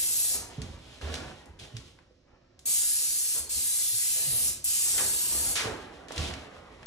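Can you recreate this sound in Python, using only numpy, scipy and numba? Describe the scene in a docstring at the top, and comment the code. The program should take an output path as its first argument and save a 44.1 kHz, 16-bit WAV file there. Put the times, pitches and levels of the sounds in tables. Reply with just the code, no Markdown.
"""An airless spray gun sweeps over doors on trestles in a bare room, a few metres from a two-port microphone.
The fan of paint is turbulent noise with droplet grains, heard while the trigger is held. Boots thud as sagging
tones with floor modes; soles and hose scuff as dense grains, paper and cloth rustle as lighter ones.
Ticks are noise through a resonance, swishes are noise in sliding bands, over a bed of room air.
The hard walls ring on after the spray, the thuds and the ticks."""
import sys
import numpy as np
from scipy import signal
from scipy.fft import rfft, irfft
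from scipy.io import wavfile
from scipy.ndimage import uniform_filter1d
from numba import njit

SR = 44100
rng = np.random.default_rng(int(sys.argv[2]) if len(sys.argv) > 2 else 0)


def write(x):
    x = np.atleast_2d(x).T
    wavfile.write(sys.argv[1], SR, np.round(np.clip(x, -1, 1) * 32767).astype(np.int16))


N = 302526
T = np.arange(N) / SR  # time [s]

# how long the bare room rings at each pitch: (pitch [Hz], t60 [s])
ROOM_DECAY = [(60, 0.19), (500, 0.48), (1500, 0.55), (3500, 0.53), (9000, 0.35), (16000, 0.19)]


def undb(db):
    """Amplitude ratio of a level in dB."""
    return 10 ** (np.asarray(db) / 20)


def unit(x):
    """Scale x to rms 1."""
    return x / np.sqrt(np.mean(x ** 2))


def along(table, hz):
    """Columns of a table of spectra, read on a log-frequency axis."""
    f, *columns = np.transpose(table)
    return [np.interp(np.log(hz + 1), np.log(f), c) for c in columns]


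def half_octave(hz, mid_hz):
    """Triangular share of one band, falling to nothing half an octave either side."""
    return np.clip(1 - 2 * abs(np.log2(hz / mid_hz)), 0, 1)


def colour(x, table):
    """Shape the spectrum of x by a table of (pitch [Hz], level [dB]), rms 1."""
    hz = np.fft.rfftfreq(len(x), 1 / SR)
    return unit(irfft(rfft(x) * undb(along(table, hz)[0]), len(x)))


def walk(rate):
    """Random levels held 1 / rate s and slewed twice; spread near 1."""
    k = int(SR / rate)
    held = np.repeat(rng.standard_normal(N // k + 1), k)
    slewed = uniform_filter1d(uniform_filter1d(held, k), k)
    return 1.15 * slewed[:N]


def grit(rate, spread_db):
    """Random grains at a mean rate per second, many small and a few large."""
    size_db = np.clip(rng.exponential(size=N), 0, 3) * spread_db
    struck = rng.random(N) < rate / SR
    return struck * np.tanh(rng.standard_normal(N)) * undb(size_db)


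def hiss(table, grains=0):
    """Three unrelated hearings of a coloured noise, with shared grains in it."""
    return np.array([colour(rng.standard_normal(N) + grains, table) for _ in range(3)])


def ripple(x):
    """Random fine peaks and dips in the noise, shifting about every fifth of a second."""
    spread_db = 3.5  # spread of the peaks and dips
    z = signal.stft(x, nperseg=1024)[2]
    # averaging 16 frames shrinks the spread to a quarter; the 4 restores it
    bumps = uniform_filter1d(rng.standard_normal(z.shape[1:]), size=16, axis=1) * 4
    return unit(signal.istft(z * undb(spread_db * bumps), nperseg=1024)[1][:, :N])


def swells(rows, level_db, entry_db, fall_db_s):
    """Gain of gestures that enter softly, swell, hold and fade at a steady rate; their energies add."""
    power = 0
    for (s, rise, hold, *_), db in zip(rows, level_db):
        after = np.clip(T - s - rise - hold, 0, None)
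        shape_db = entry_db * np.clip(1 - (T - s) / rise, 0, 1) - fall_db_s * after
        power = power + (T >= s) * undb(db + shape_db) ** 2
    return np.sqrt(power)


def add(out, s, x):
    """Lay x into out from time s on."""
    i = int(s * SR)
    out[i:i + len(x)] += x[:N - i]


@njit
def svf(x, hz, damp):
    """State-variable band-pass whose centre may move every sample; damp is its width over its pitch."""
    y, b, l = np.empty(len(x)), 0., 0.
    for i in range(len(x)):
        g = np.tan(np.pi * hz[i] / SR)
        v = (b + g * (x[i] - l)) / (1 + g * (g + damp))
        b, l, y[i] = 2 * v - b, l + 2 * g * v, damp * v
    return y


def fade(hz):
    """One second of the room's decay at this pitch, energy 1."""
    t = np.arange(SR) / SR
    fall = undb(-60 * t / along(ROOM_DECAY, hz)[0]) * np.clip(t / 0.002, 0, 1)
    return fall / np.sqrt(np.sum(fall ** 2))


def trigger():
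    """Gain and brightness of the jet as the valve opens, spits and shuts."""
    # trigger pulls: (opens [s], shuts [s], level at opening [dB], level at shutting [dB],
    #                 brightness [dB per octave], extra level of the opening spit [dB])
    pulls = [(0.0, 0.341, -27, -25, 1.5, 0), (2.655, 3.381, -24, -27.5, 1.65, 4),
             (3.492, 4.483, -27, -26, 1, 1), (4.642, 5.517, -25, -27, 0.75, 15.5)]
    open_s, shut_s, spit_s = 0.0016, 0.012, 0.0027  # opening ramp; time constants of closing and spit
    spit_bright = 1  # brightness gained per dB of spit
    gain, bright_db = np.zeros(N), np.zeros(N)
    for opens, shuts, first_db, last_db, tilt_db, spit_db in pulls:
        # a pull that starts at zero is already open
        opened = np.clip((T - opens) / open_s + (opens == 0), 0, 1)
        valve = opened * np.exp(-np.clip(T - shuts, 0, None) / shut_s)
        spit = spit_db * np.exp(-np.clip(T - opens, 0, None) / spit_s)
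        level_db = np.interp(T, (opens, shuts), (first_db, last_db))
        gain += valve * undb(level_db + spit)
        bright_db += valve * (tilt_db + spit_bright * spit)
    return gain, bright_db


def spray():
    """Paint tearing into mist: fluttering turbulence with droplets; moving gun stirs echoes, so energies add."""
    # colour of the jet: (pitch [Hz], level per Hz [dB])
    jet_colour = [(500, -26), (1000, -26), (1600, -23.5), (2500, -14), (3500, -12.5), (4800, -8),
                  (5500, -9), (6500, -6.5), (8000, -4), (10000, -3.3), (11500, -2), (12700, -3),
                  (13600, -9), (15500, -11)]
    flutter_db, drops_db, far_wet_db = 1.33, -16.5, 8  # flutter spread; droplets to noise; echoes to direct
    gain, bright_db = trigger()
    droplets = undb(drops_db) * unit(grit(600, 1.6))
    mist = rfft(ripple(hiss(jet_colour, droplets)))
    hz = np.clip(np.fft.rfftfreq(N, 1 / SR), 500, 16000)
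    wet = undb(2 * far_wet_db)  # as an energy ratio
    out = 0
    for mid_hz in 500 * 2. ** np.arange(5.5, step=.5):
        # the angle of the fan to the door tilts the spectrum about 8 kHz
        tilt_db = bright_db * np.log2(mid_hz / 8000)
        power = (gain * undb(tilt_db + flutter_db * walk(14))) ** 2
        before = np.full(SR, power[0])  # the room is already full of echoes at the start
        echo = signal.fftconvolve(np.r_[before, power], fade(mid_hz) ** 2)[SR:SR + N]
        heard = (power + wet * np.clip(echo, 0, None)) / (1 + wet)
        out = out + irfft(mist * half_octave(hz, mid_hz), N) * np.sqrt(heard)
    return out


def drag():
    """Rubbing as dense grains through the floor cover; the boards hum under the moving weight."""
    # soles and hose scuffing the floor cover:
    # (starts [s], swells for [s], holds for [s], scrape level [dB], board hum level [dB])
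    scuffs = [(0.297, 0.058, 0.07, -48, -50.5), (0.566, 0.036, 0.037, -55, -40),
              (1.009, 0.018, 0.22, -44.5, -45), (1.444, 0.032, .02, -62, -51),
              (1.571, 0.052, .02, -54.5, -54.5), (1.731, 0.042, .03, -62, -51),
              (2.248, 0.041, 0.052, -64.5, -69.5), (2.645, 0.014, .02, -56.5, -58),
              (3.342, 0.012, .02, -51.5, -59.5), (3.51, 0.061, .02, -63, -54.5),
              (4.153, 0.17, .16, -54.5, -51), (4.853, 0.17, 0.028, -44.5, -49),
              (5.222, 0.12, .16, -46, -49), (5.628, 0.034, 0.034, -40.5, -47.5),
              (6.09, 0.033, .04, -47, -56), (6.163, 0.033, 0.022, -41.5, -37),
              (6.274, 0.021, 0.02, -46.5, -53)]
    # steady shuffling under the scuffs: (time [s], scrape level [dB], board hum level [dB])
    shuffle = [(0, -57, -58.5), (.7, -55, -56), (.97, -58, -58), (1.8, -67.5, -60.5), (2.2, -79, -66),
               (2.65, -68, -64.5), (2.8, -65.5, -61.5), (3.9, -67.5, -63.5), (4.8, -66.5, -58.5),
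               (5.85, -49.5, -56), (6.08, -51, -60), (6.45, -49.5, -56.5), (6.86, -53, -56)]
    # colour of the scrape: (pitch [Hz], level per Hz [dB])
    scrape_colour = [(88, -33), (150, -10), (322, -3.5), (463, -3.5), (737, -4.5), (878, -6), (1470, -10),
                     (2360, -14), (3000, -17), (3900, -47.5), (6600, -120)]
    # colour of the humming boards: (pitch [Hz], level per Hz [dB])
    hum_colour = [(12, -64.5), (20, -24.5), (32, -16), (64, 2), (231, -12.5), (265, -9), (300, -16.5),
                  (390, -17.5), (660, -120)]
    entry_db, scrape_fall_db_s, hum_fall_db_s = -12, 62.5, 89  # start below full swell; fading rates
    s, steady_db, steady_hum_db = np.transpose(shuffle)
    scrape_db, hum_db = np.transpose(scuffs)[3:]
    scuff_rub = swells(scuffs, scrape_db, entry_db, scrape_fall_db_s)
    scuff_hum = swells(scuffs, hum_db, entry_db, hum_fall_db_s)
    rub = np.hypot(undb(np.interp(T, s, steady_db)), scuff_rub)
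    hum = np.hypot(undb(np.interp(T, s, steady_hum_db)), scuff_hum)
    grains = 0.24 * unit(grit(400, 3.6))
    scrape = ripple(hiss(scrape_colour, grains)) * rub * undb(1.28 * walk(24))
    return scrape + hiss(hum_colour) * hum


def air():
    """The quiet bed of the room: coloured noise whose level wanders slowly."""
    # colour of the room air: (pitch [Hz], level per Hz [dB])
    air_colour = [(18, -39), (30, 5), (117, -8.5), (193, -17), (368, -3), (434, -25.5), (526, 0),
                  (717, -23), (1330, -25), (5580, -21.5), (9000, -44.5), (11700, -79.5), (19800, -120)]
    air_db = -66
    return hiss(air_colour) * undb(air_db + walk(2.2))


def rustle():
    """Paper and cloth crinkling as grains, one swell for each move."""
    # moves: (starts [s], swells for [s], holds for [s], level [dB])
    moves = [(0.5, .05, 0.51, -55), (1.015, 0.12, .02, -46.5), (1.19, .05, 0.06, -56),
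             (1.59, .004, 0.04, -51), (1.75, 0.0092, .02, -55.5), (5.698, 0.07, 0.057, -53),
             (5.85, .05, 0.16, -62), (6.09, .03, 0.055, -49.5), (6.161, 0.067, .02, -39.5),
             (6.5, .07, 0.38, -62.5)]
    # colour of the crinkling: (pitch [Hz], level per Hz [dB])
    crinkle_colour = [(900, -29.5), (2000, -4.5), (3200, 4), (5000, -4), (8000, -11), (12000, -15),
                      (16000, -52)]
    entry_db, fall_db_s = -2, 73.5  # start below full swell; fading rate
    gain = swells(moves, np.transpose(moves)[3], entry_db, fall_db_s)
    grains = 0.38 * unit(grit(600, 1.7))
    return hiss(crinkle_colour, grains) * gain * undb(2 * walk(25))


def thuds():
    """A boot or a small knock pushes the boards: a tone that sags as it settles, then the modes of the floor."""
    # boots on the boards, and one small higher knock:
    # (time [s], level [dB], first pitch [Hz], settled pitch [Hz], rise [s], ring t60 [s])
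    blows = [(0.579, -25.5, 175, 114, 0.0093, 0.072), (0.618, -40, 65.4, 52, 0.026, 0.57),
             (1.019, -29.5, 80, 70.4, 0.024, 0.26), (1.11, -31.5, 82, 72, 0.0093, 0.16),
             (1.605, -41.5, 108, 80, 0.017, 0.23), (1.732, -32, 131, 100, 0.02, 0.12),
             (2.106, -54, 516, 510, 0.0039, 0.056), (3.396, -43.5, 80, 70, 0.0084, .2),
             (3.55, -43.5, 76, 65, .012, 0.17), (3.925, -43.5, 119, 100, 0.022, 0.11),
             (4.25, -38, 169, 90, 0.0456, 0.42), (5.33, -44, 73, 63, 0.065, 0.33),
             (5.652, -32, 128, 92.6, 0.0075, 0.33), (6.179, -24.5, 96, 75, 0.029, 0.15),
             (6.27, -36, 93, 80, 0.0095, 0.34), (6.362, -38, 96.6, 80, 0.011, 0.16)]
    # modes of the floor: (pitch [Hz], level against the tone [dB], t60 [s])
    floor_modes = [(54, -26, 0.87), (80, -22, 0.17), (229.5, -8.5, 0.2), (430, -18.5, 0.2)]
    out, t = np.zeros(N), np.arange(SR // 2) / SR
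    phases = rng.random((len(blows), len(floor_modes)))  # in turns
    for (s, db, hz, end_hz, rise, t60), turns in zip(blows, phases):
        sagging_hz = end_hz + (hz - end_hz) * np.exp(-t / (1.8 * rise))
        push = np.sin(np.pi / 2 * np.clip(t / rise, 0, 1)) ** 2
        x = np.sin(2 * np.pi * np.cumsum(sagging_hz) / SR)
        x *= undb(-60 * np.clip(t - rise, 0, None) / t60)
        for (mode_hz, mode_db, mode_t60), turn in zip(floor_modes, turns):
            x += undb(mode_db - 60 * t / mode_t60) * np.sin(2 * np.pi * (mode_hz * t + turn))
        add(out, s, undb(db) * push * x)
    return out


def ticks():
    """Short cracks: a snap and a burst of noise through one broad resonance, then the walls answer."""
    # ticks of hose, trigger and grit: (time [s], peak level [dB], centre pitch [Hz])
    cracks = [(0.618, -27.5, 3970), (1.0135, -31.5, 790), (1.141, -22, 3200), (1.1535, -27.5, 3500),
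              (1.4574, -43.5, 7000), (1.5975, -37.5, 4050), (1.7675, -28, 3750), (1.9881, -45, 1120),
              (2.592, -39.5, 5200), (6.0842, -34.5, 3450), (6.1068, -30, 750), (6.121, -30.5, 5460),
              (6.1609, -32, 3200), (6.179, -20.5, 3500), (6.3095, -29, 1160), (6.338, -28.5, 2730),
              (6.83, -36.5, 1450)]
    burst_s, damp, tail_db = 0.0028, 1.75, -13  # burst time constant; width over pitch; walls to burst
    out, t = np.zeros((3, N)), np.arange(SR // 2) / SR
    for s, db, hz in cracks:
        tail = undb(tail_db - 60 * t / along(ROOM_DECAY, hz)[0])
        centre = np.full(len(t), 1. * hz)
        for heard in out:
            noise = rng.standard_normal(len(t))
            snap = 1.6 * (t == 0)
            burst = noise * (np.exp(-t / burst_s) + tail) + snap
            crack = svf(svf(burst, centre, damp), centre, damp)
            add(heard, s, undb(db) * crack / abs(crack).max())
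    return out


def swishes():
    """Hose rubbing across the floor: noise in a band that slides as the hose slows; a trestle rings along."""
    # swishes, nearly all falling in pitch:
    # (time [s], level [dB], start pitch [Hz], end pitch [Hz], length [s], band width over pitch [ratio])
    strokes = [(1.009, -49.5, 2820, 600, 0.11, 1.1), (3.354, -53, 1100, 506, 0.062, 1.3),
               (4.157, -49, 600, 620, 0.27, 0.33), (4.977, -32, 3200, 1300, 0.031, 1.7),
               (5.007, -46.5, 600, 420, 0.059, .8), (5.553, -26, 4120, 1900, 0.063, 1.44),
               (5.645, -34, 597, 356, 0.08, 1.15)]
    trestle_hz, trestle_width_hz, trestle_db = 441, 18, 5.5
    out, t = np.zeros((3, N)), np.arange(SR // 2) / SR
    for s, db, start_hz, end_hz, length, width in strokes:
        hz = end_hz * (start_hz / end_hz) ** np.clip(1 - t / length, 0, 1)
        # a quick onset, a slow sag, then 60 dB more in 0.68 s
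        fall_db = -4 * t / length - 60 * np.clip(t - length, 0, None) / 0.68
        shape = np.clip(t / 0.0039, 0, 1) * undb(fall_db)
        for heard in out:
            band = svf(rng.standard_normal(len(t)), hz, width)
            even = band / np.sqrt(np.pi * 1.1 * hz / SR)  # a higher band lets more noise through
            add(heard, s, undb(db) * shape * even)
    centre = np.full(N, 1. * trestle_hz)
    ring = [svf(x, centre, trestle_width_hz / trestle_hz) for x in out]
    return out + undb(trestle_db) * np.array(ring)


def room(x, wet_db):
    """Three unrelated hearings of the room; each half octave of the tail dies at its own pace."""
    hz = np.fft.rfftfreq(SR, 1 / SR)
    tails = 0
    for mid_hz in 44 * 2. ** np.arange(9.5, step=.5):
        noise = rfft(rng.standard_normal((3, SR)))
        tails = tails + irfft(noise * half_octave(hz + 1, mid_hz)) * fade(mid_hz)
    # the first arrival: plain in the shared hearing,
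    # smeared over about two milliseconds with random phases in the other two
    first = irfft(np.exp(2j * np.pi * rng.random((3, 49))))
    first[0] = np.arange(96) == 0
    tails *= undb(wet_db)
    tails[:, :96] += first
    return signal.fftconvolve(x[None], tails, axes=1)[:, :N] / np.sqrt(1 + undb(2 * wet_db))


def ports(shared, left, right):
    """Both microphone ports hear a shared part, offset in phase and level, and each a part of its own."""
    # the two ports: (pitch [Hz], likeness [0-1], nominal left lead [rad], nominal left minus right [dB])
    port_pairing = [(60, 0.99, -0.1, -1.4), (200, 0.95, -0.2, -3.0), (380, 0.83, -0.2, -7.1),
                    (600, 0.54, 1.2, -4.9), (900, 0.49, 0.9, 0.5), (1250, 0.66, 0.2, 0.4),
                    (1650, 0.82, 0.3, 0.3), (2100, 0.5, 1.5, -0.9), (2800, 0.29, 3.2, -0.2),
                    (3500, 0.27, 5.7, -0.5), (4200, 0.24, 6.9, -2.0), (4900, 0.44, 10.2, -2.3),
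                    (5500, 0.6, 12.9, -1.0), (6300, 0.61, 13.4, -0.3), (7500, 0.87, 13.9, 0.2),
                    (10000, 0.89, 14.6, 0.7), (13000, 0.93, 15.6, -0.2), (13600, 1.0, 15.7, 0.0)]
    alike, lead, pan_db = along(port_pairing, np.fft.rfftfreq(N, 1 / SR))
    alike = np.clip(alike, 0, 1)
    heard = []
    # each port takes about half of the lead and of the level difference
    for way, own in ((0.98, left), (-1.008, right)):
        common = np.sqrt(alike) * np.exp(.5j * way * lead) * rfft(shared)
        private = np.sqrt(1 - alike) * rfft(own)
        heard.append(irfft((common + private) * undb(way * pan_db / 2), N))
    return np.array(heard)


def scene():
    """All layers in three hearings (shared, left, right), brought to the two ports."""
    board_wet_db = -4.5  # room tail against the thuds themselves
    layers = spray() + drag() + air() + rustle()
    layers = layers + room(thuds(), board_wet_db) + ticks() + swishes()
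    return ports(*layers)


def record(dry):
    """Steep low-passes: the sum of the two ports is cut lower than their difference."""
    sum_top_hz, difference_top_hz = 13080, 15700

    def cut(x, hz):
        """Elliptic low-pass run forwards and backwards, so nothing is delayed."""
        return signal.sosfiltfilt(signal.ellip(12, .1, 50, hz, fs=SR, output="sos"), x)

    both = cut(dry[0] + dry[1], sum_top_hz)
    apart = cut(dry[0] - dry[1], difference_top_hz)
    return np.array([both + apart, both - apart]) / 2


dry = scene()
out = record(dry)
write(out)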